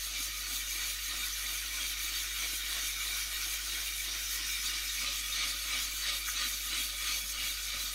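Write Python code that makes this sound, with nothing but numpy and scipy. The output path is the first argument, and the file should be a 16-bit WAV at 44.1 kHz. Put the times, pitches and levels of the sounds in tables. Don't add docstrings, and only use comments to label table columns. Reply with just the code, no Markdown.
import sys
import numpy as np
from scipy import signal
from scipy.fft import rfft, irfft, next_fast_len
from scipy.io import wavfile
from scipy.ndimage import map_coordinates

SR = 44100
rng = np.random.default_rng(int(sys.argv[2]) if len(sys.argv) > 2 else 0)


def persist_wave(psi):
    counts = np.round(np.clip(psi, -1, 1) * 32767).astype(np.int16)
    wavfile.write(sys.argv[1], SR, np.atleast_2d(counts).T)


N = 350154
TIME = np.arange(N) / SR

# middle in seconds, relative level in dB, length in seconds.
PUSHES = [(0.168, -40.5, 0.07), (0.522, -43, 0.18), (0.83, -40.5, 0.12), (1.173, -41, 0.19),
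          (1.489, -40.5, 0.24), (1.8, -38.5, 0.14), (2.107, -39, 0.19), (2.444, -38.5, 0.19),
          (2.775, -38, 0.17), (3.087, -40, 0.21), (3.424, -41.5, 0.26), (3.776, -41.6, 0.27),
          (4.118, -40, 0.11), (4.427, -40, 0.2), (4.713, -39, 0.2), (5.064, -37, 0.16),
          (5.421, -34.5, 0.11), (5.748, -36, 0.14), (6.09, -33, 0.072), (6.419, -34.5, 0.087),
          (6.767, -35.5, 0.086), (7.101, -36.5, 0.096), (7.437, -37.6, 0.084), (7.75, -39.5, 0.1)]


def amp(db):
    return 10 ** (np.asarray(db) / 20)


def unit(x):
    return x / np.sqrt(np.mean(x ** 2) + 1e-20)


def value_at(points, hz):
    f, value = np.transpose(points)
    return np.interp(np.log(hz + 1), np.log(f + 1), value)


def colour(x, spectrum):
    size = next_fast_len(len(x))
    gain = amp(value_at(spectrum, np.fft.rfftfreq(size, 1 / SR)))
    return irfft(rfft(x, size) * gain, size)[:len(x)]


def wander(per_s):
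    targets = rng.standard_normal(4096)
    return unit(np.interp(TIME * per_s, np.arange(len(targets)), targets))


def ring(gain):
    log_gain = np.log(np.concatenate([gain, gain[-2:0:-1]]))
    spectrum = np.exp(np.conj(signal.hilbert(log_gain)))
    return np.fft.ifft(spectrum).real[:len(gain)]


def loops(s, loop_s=.33):
    middles = np.transpose(PUSHES)[0]
    times = np.r_[middles[0] - loop_s, middles, middles[-1] + loop_s]
    return np.interp(s, times, np.arange(len(times)))


def effort(moves, shape, rest_db):
    middle, db, length = np.transpose(moves)[:, :, None]
    t = np.linspace(0, N / SR, 2000)
    distance = abs(2 * (t - middle) / length)
    swells = amp(db) ** 2 * .5 ** np.minimum(distance ** shape, 100)
    return np.interp(TIME, t, np.sqrt(amp(rest_db) ** 2 + swells.sum(0)))


def hum_and_air():
    # pitch in Hz, relative level in dB.
    tones = [(49.2, -46), (98.6, -72), (148, -80)]
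    # frequency in Hz, relative level in dB.
    air = [(10, 9), (30, -15), (60, -1), (100, -6), (160, -13), (300, -6), (500, -11.5), (2000, -21.5),
           (16000, -28)]
    clock = np.cumsum(1 + .002 * wander(3)) / SR
    hum = sum(amp(db) * np.sqrt(2) * np.sin(2 * np.pi * (hz * clock + rng.random())) for hz, db in tones)
    return amp(-3.5) * hum + amp(-63.5) * unit(colour(rng.standard_normal(N), air))


def workshop_echo(x):
    # frequency in Hz, seconds to fade by 60 dB.
    fade_times = [(200, .3), (2000, .3), (6000, .25), (15000, .18)]
    hz, t, noise = signal.stft(rng.standard_normal(SR // 3), SR, nperseg=256)
    fade = amp(-60 * t / value_at(fade_times, hz)[:, None])
    tail = signal.istft(noise * fade, SR, nperseg=256)[1]
    return x + amp(-13) * signal.oaconvolve(x, tail / np.linalg.norm(tail))[:N]


def thuds(rise_s=0.0107):
    # peak time in seconds, relative level in dB, pitch in Hz.
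    rocks = [(.29, -60, 105), (2.16, -62, 105), (2.53, -61, 152), (6.47, -57, 243), (7.24, -59.5, 195),
             (7.44, -58, 115), (7.77, -55, 95)]
    out = np.zeros(N)
    for s, db, hz in rocks:
        age = np.maximum(TIME - s + rise_s, 0)
        swell = age / rise_s * np.exp(1 - age / rise_s)
        out += amp(db) * swell * np.sin(2 * np.pi * hz * age)
    return out


def catches():
    # middle in seconds, length in seconds, relative level in dB, pitch in Hz, spread in Hz.
    large_grains = [(.55, 0.041, -32, 7440, 900), (1.333, 0.065, -33.5, 6130, 300),
                    (3.346, .04, -31, 12800, 500), (4.672, 0.09, -34.5, 4570, 250),
                    (4.661, .07, -28.5, 7700, 2500), (5.329, .09, -34, 3660, 90),
                    (5.808, 0.036, -31, 4800, 150), (5.8, 0.06, -40, 8000, 2500),
                    (6.285, .04, -27.5, 1680, 600), (6.2905, 0.00515, -22.5, 1450, 760),
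                    (5.2, 0.074, -29, 8100, 3900), (6.79, 0.096, -30, 8700, 1800)]
    force = np.zeros(N)
    for s, length, db, hz, width in large_grains:
        noise = rng.standard_normal(8192)
        f = np.fft.rfftfreq(len(noise), 1 / SR)
        band = 1 / (1 + ((f - hz) / width) ** 2) ** 2
        burst = irfft(rfft(noise) * band)[:int(length * SR)]
        part = force[int((s - length / 2) * SR):][:len(burst)]
        part += (amp(db) * unit(burst) * np.hanning(len(burst)))[:len(part)]
    return force


def grit(per_s, spread_db, clump_db, clumps_per_s):
    cracks = rng.standard_normal(N) * (rng.random(N) < per_s / SR)
    size_db = spread_db * np.minimum(rng.exponential(1, N), 5)
    return unit(cracks * amp(size_db + clump_db * wander(clumps_per_s)))


def rubbing(grinding, fizzing, drag_lag_s=0.0098):
    # frequency in Hz, relative level in dB.
    drag_tone = [(60, 35.5), (200, 40), (450, 38), (750, 37), (1100, 33.5), (1600, 18), (3000, -18)]
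    coarse_tone = [(400, -12), (850, -1), (1200, 12.5), (3000, 13.5), (5500, 11), (7000, 6), (9000, 11.5),
                   (11000, -6), (16000, -17)]
    fine_tone = [(1000, -1), (3000, 4), (5500, 14), (6600, 17.5), (9000, 17.5), (11000, 20), (16000, 23)]
    edge_tone = [(4400, -20), (5000, 11), (5800, 5.5), (6400, -25)]
    # time in seconds, relative level in dB.
    edge_levels = [(0, -3), (2.3, -22), (3.1, 4.5), (3.8, -1), (4.2, 7.5), (4.7, 4), (5.1, 3.5), (5.4, -3),
                   (5.8, 3), (6.2, -19), (7.94, -6)]
    drag = colour(grit(per_s=4000, spread_db=1.5, clump_db=1.5, clumps_per_s=58), drag_tone)
    coarse = colour(grit(per_s=24000, spread_db=1.3, clump_db=0.4, clumps_per_s=370), coarse_tone)
    fine = colour(grit(per_s=26000, spread_db=0.0, clump_db=-0.1, clumps_per_s=150), fine_tone)
    edge = colour(grit(per_s=14000, spread_db=-3.5, clump_db=1.0, clumps_per_s=60), edge_tone)
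    pressure = grinding / grinding.mean()
    coarse_gain = amp(-0.04) * grinding.mean() * pressure ** 1.08
    fine_gain = amp(0.32) * fizzing / pressure ** 0.12
    edge_gain = coarse_gain * amp(np.interp(TIME, *np.transpose(edge_levels)))
    push = np.cos(2 * np.pi * loops(TIME - drag_lag_s))
    drag_gain = amp(-63 + 3 * push) * pressure ** 0.57
    return drag_gain * drag + coarse_gain * coarse + fine_gain * fine + edge_gain * edge


def rim_echo(force, delay_s=0.001372, swing=0.075):
    late_s = delay_s * (1 - swing * np.sin(2 * np.pi * loops(TIME)))
    treble = colour(force, [(2000, -25), (3800, -20), (9000, -4), (14000, -4)])
    return force + amp(-10) * map_coordinates(treble, [(TIME - late_s) * SR], order=3)


def glass_plate(force, weight, give=0.97, bend=0.0061, hop=1800, size=4096, patch_count=50):
    # pitch in Hz, rough width in Hz, gain in dB with the block at left, at right.
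    notes = [(263, 56, -17.5, -21.5), (333, 36, -20, -18), (464, 49, -43, -16.5), (561.6, 23, -9, -26),
             (702, 160, -23.5, -22), (860, 39, -41, -15), (1074, 56, -15, -12.5), (1245, 44.5, -1.5, -13.5),
             (1453, 132, -9, -7), (1904, 140, -7, -5.5), (2200, 55, -9, -13), (2326, 118, -2, 0.5),
             (2540, 74, -4, -12.5), (2596, 33, -13, -29), (2840, 77, -4.5, -4.5), (3047, 49, -4, -6),
             (3240, 38, -7.5, 3), (3360, 79, 1.5, -14.5), (3540, 117, -7.5, -4.5), (3714, 76, 2, 1),
             (3970, 72, -6, -1), (4040, 68, 2, -6.5), (4506, 194, -3, -5.5), (4616, 60, 2, -4),
             (5120, 104, -4, -11), (5330, 41, -4.5, -3.5), (5650, 120, -11, -9.5), (5933, 184, -3.5, -3.5),
             (6374, 116, -3.5, -7.5), (6600, 200, -8, -18), (7760, 99, -10, -22), (8300, 33, -4.5, -8.5),
             (9660, 380, -12, -12.5), (11230, 860, -15.5, -14.5)]
    # frequency in Hz, gain in dB.
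    weak_notes = [(60, -21.5), (170, -34.5), (450, -33), (920, -30), (1300, -17.5), (2500, -13),
                  (4200, -10), (4880, -14.5), (6800, -8), (7500, -14.5), (9900, -15), (10400, -18),
                  (11000, -16), (12200, -16.5), (13300, -15.5), (15700, -21)]
    # time in seconds, place from 0 (left) to 1 (right).
    path = [(0, 0.3), (1.1, 0.44), (2, 0.66), (2.8, 0.69), (3.6, 0.75), (4.5, 0.79), (5.2, 0.066),
            (5.9, 0.31), (7.1, 0.031), (7.94, 0.21)]
    # pitch in Hz, largest share of it lost.
    sag = [(1904, 0.0039), (2215, 0.038), (2317, 0.034), (2540, 0), (3712, 0.0035), (4050, 0.017),
           (4628, 0.029), (5107, 0.032), (5340, 0.0013)]
    f = np.fft.rfftfreq(size, 1 / SR)
    hz, width, left_db, right_db = np.transpose(notes)[:, :, None]
    nearest = rng.random(hz.shape)
    padded = np.pad(force, (hop, 2 * hop))
    out = np.zeros(N + 3 * hop + size)
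    for start in range(0, N + hop, hop):
        loop = loops(start / SR)
        place = np.interp(start / SR, *np.transpose(path))
        load = np.tanh(give * (1 - place) * weight[min(start, N - 1)])
        pitch = hz * (1 - bend * np.cos(2 * np.pi * (loop - nearest)) - load * value_at(sag, hz))
        flicker_db = rng.uniform(-5.76, 5.64, hz.shape)
        db = left_db + place * (right_db - left_db) + flicker_db
        peaks = amp(db) / (1 + ((f - pitch) / (0.8 * width)) ** 2)
        patches_db = 2 * np.interp(f, np.linspace(0, SR / 2, patch_count), rng.standard_normal(patch_count))
        crowd = amp(value_at(weak_notes, f) + patches_db)
        gain = np.sqrt((peaks ** 2).sum(0) + crowd ** 2)
        piece = padded[start:][:2 * hop] * np.hanning(2 * hop)
        rung = signal.fftconvolve(piece, ring(gain))
        out[start:][:len(rung)] += rung
    return out[hop:][:N]


def scene():
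    # fastest moment in seconds, relative level in dB, length in seconds.
    sweeps = [(0.043, -45.5, 0.08), (0.23, -43.5, 0.087), (0.392, -46, 0.075), (0.553, -42.5, 0.1),
              (0.734, -44, 0.104), (0.899, -43, 0.11), (1.064, -45.5, 0.094), (1.229, -44, 0.11),
              (1.428, -46.2, 0.2), (1.547, -45, 0.082), (1.75, -46.1, 0.161), (1.889, -43.5, 0.078),
              (2.034, -42.8, 0.077), (2.19, -43, 0.12), (2.443, -44.5, 0.2), (2.56, -44.5, 0.063),
              (2.753, -44, 0.15), (2.888, -43.5, 0.071), (3.094, -44.5, 0.21), (3.2, -45, 0.074),
              (3.417, -44.5, 0.19), (3.537, -42.5, 0.054), (3.739, -44.5, 0.21), (3.873, -45, 0.08),
              (4.014, -43.5, 0.096), (4.208, -45, 0.095), (4.338, -41, 0.08), (4.514, -43, 0.079),
              (4.653, -43.5, 0.093), (4.835, -44.5, 0.093), (4.984, -44.4, 0.11), (5.155, -44.8, 0.059),
              (5.301, -46, 0.12), (5.502, -44.2, 0.06), (5.645, -46.8, 0.14), (5.815, -44, 0.089),
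              (5.975, -44, 0.092), (6.157, -45, 0.098), (6.301, -41.5, 0.062), (6.492, -43, 0.12),
              (6.657, -44, 0.1), (6.825, -42.5, 0.086), (7.012, -45.5, 0.134), (7.163, -43, 0.098),
              (7.304, -45, 0.073), (7.481, -42.8, 0.1), (7.649, -46, 0.1), (7.832, -42.5, 0.081),
              (7.984, -41, 0.08)]
    resting_db, turning_db = -41.5, -51
    grinding = effort(PUSHES, shape=1.63, rest_db=resting_db)
    fizzing = effort(sweeps, shape=2.03, rest_db=turning_db)
    force = rim_echo(rubbing(grinding, fizzing)) + catches()
    glass = glass_plate(force, weight=grinding / amp(resting_db) - 1)
    sound = amp(-0.74) * workshop_echo(glass) + amp(2.5) * thuds() + hum_and_air()
    return np.array([sound, sound])


def record(dry):
    cutoff_hz = 15760
    low_pass = signal.firwin(1023, cutoff_hz, window=("kaiser", 9), fs=SR)
    return signal.oaconvolve(dry, low_pass[None], "same")


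dry = scene()
out = record(dry)
persist_wave(out)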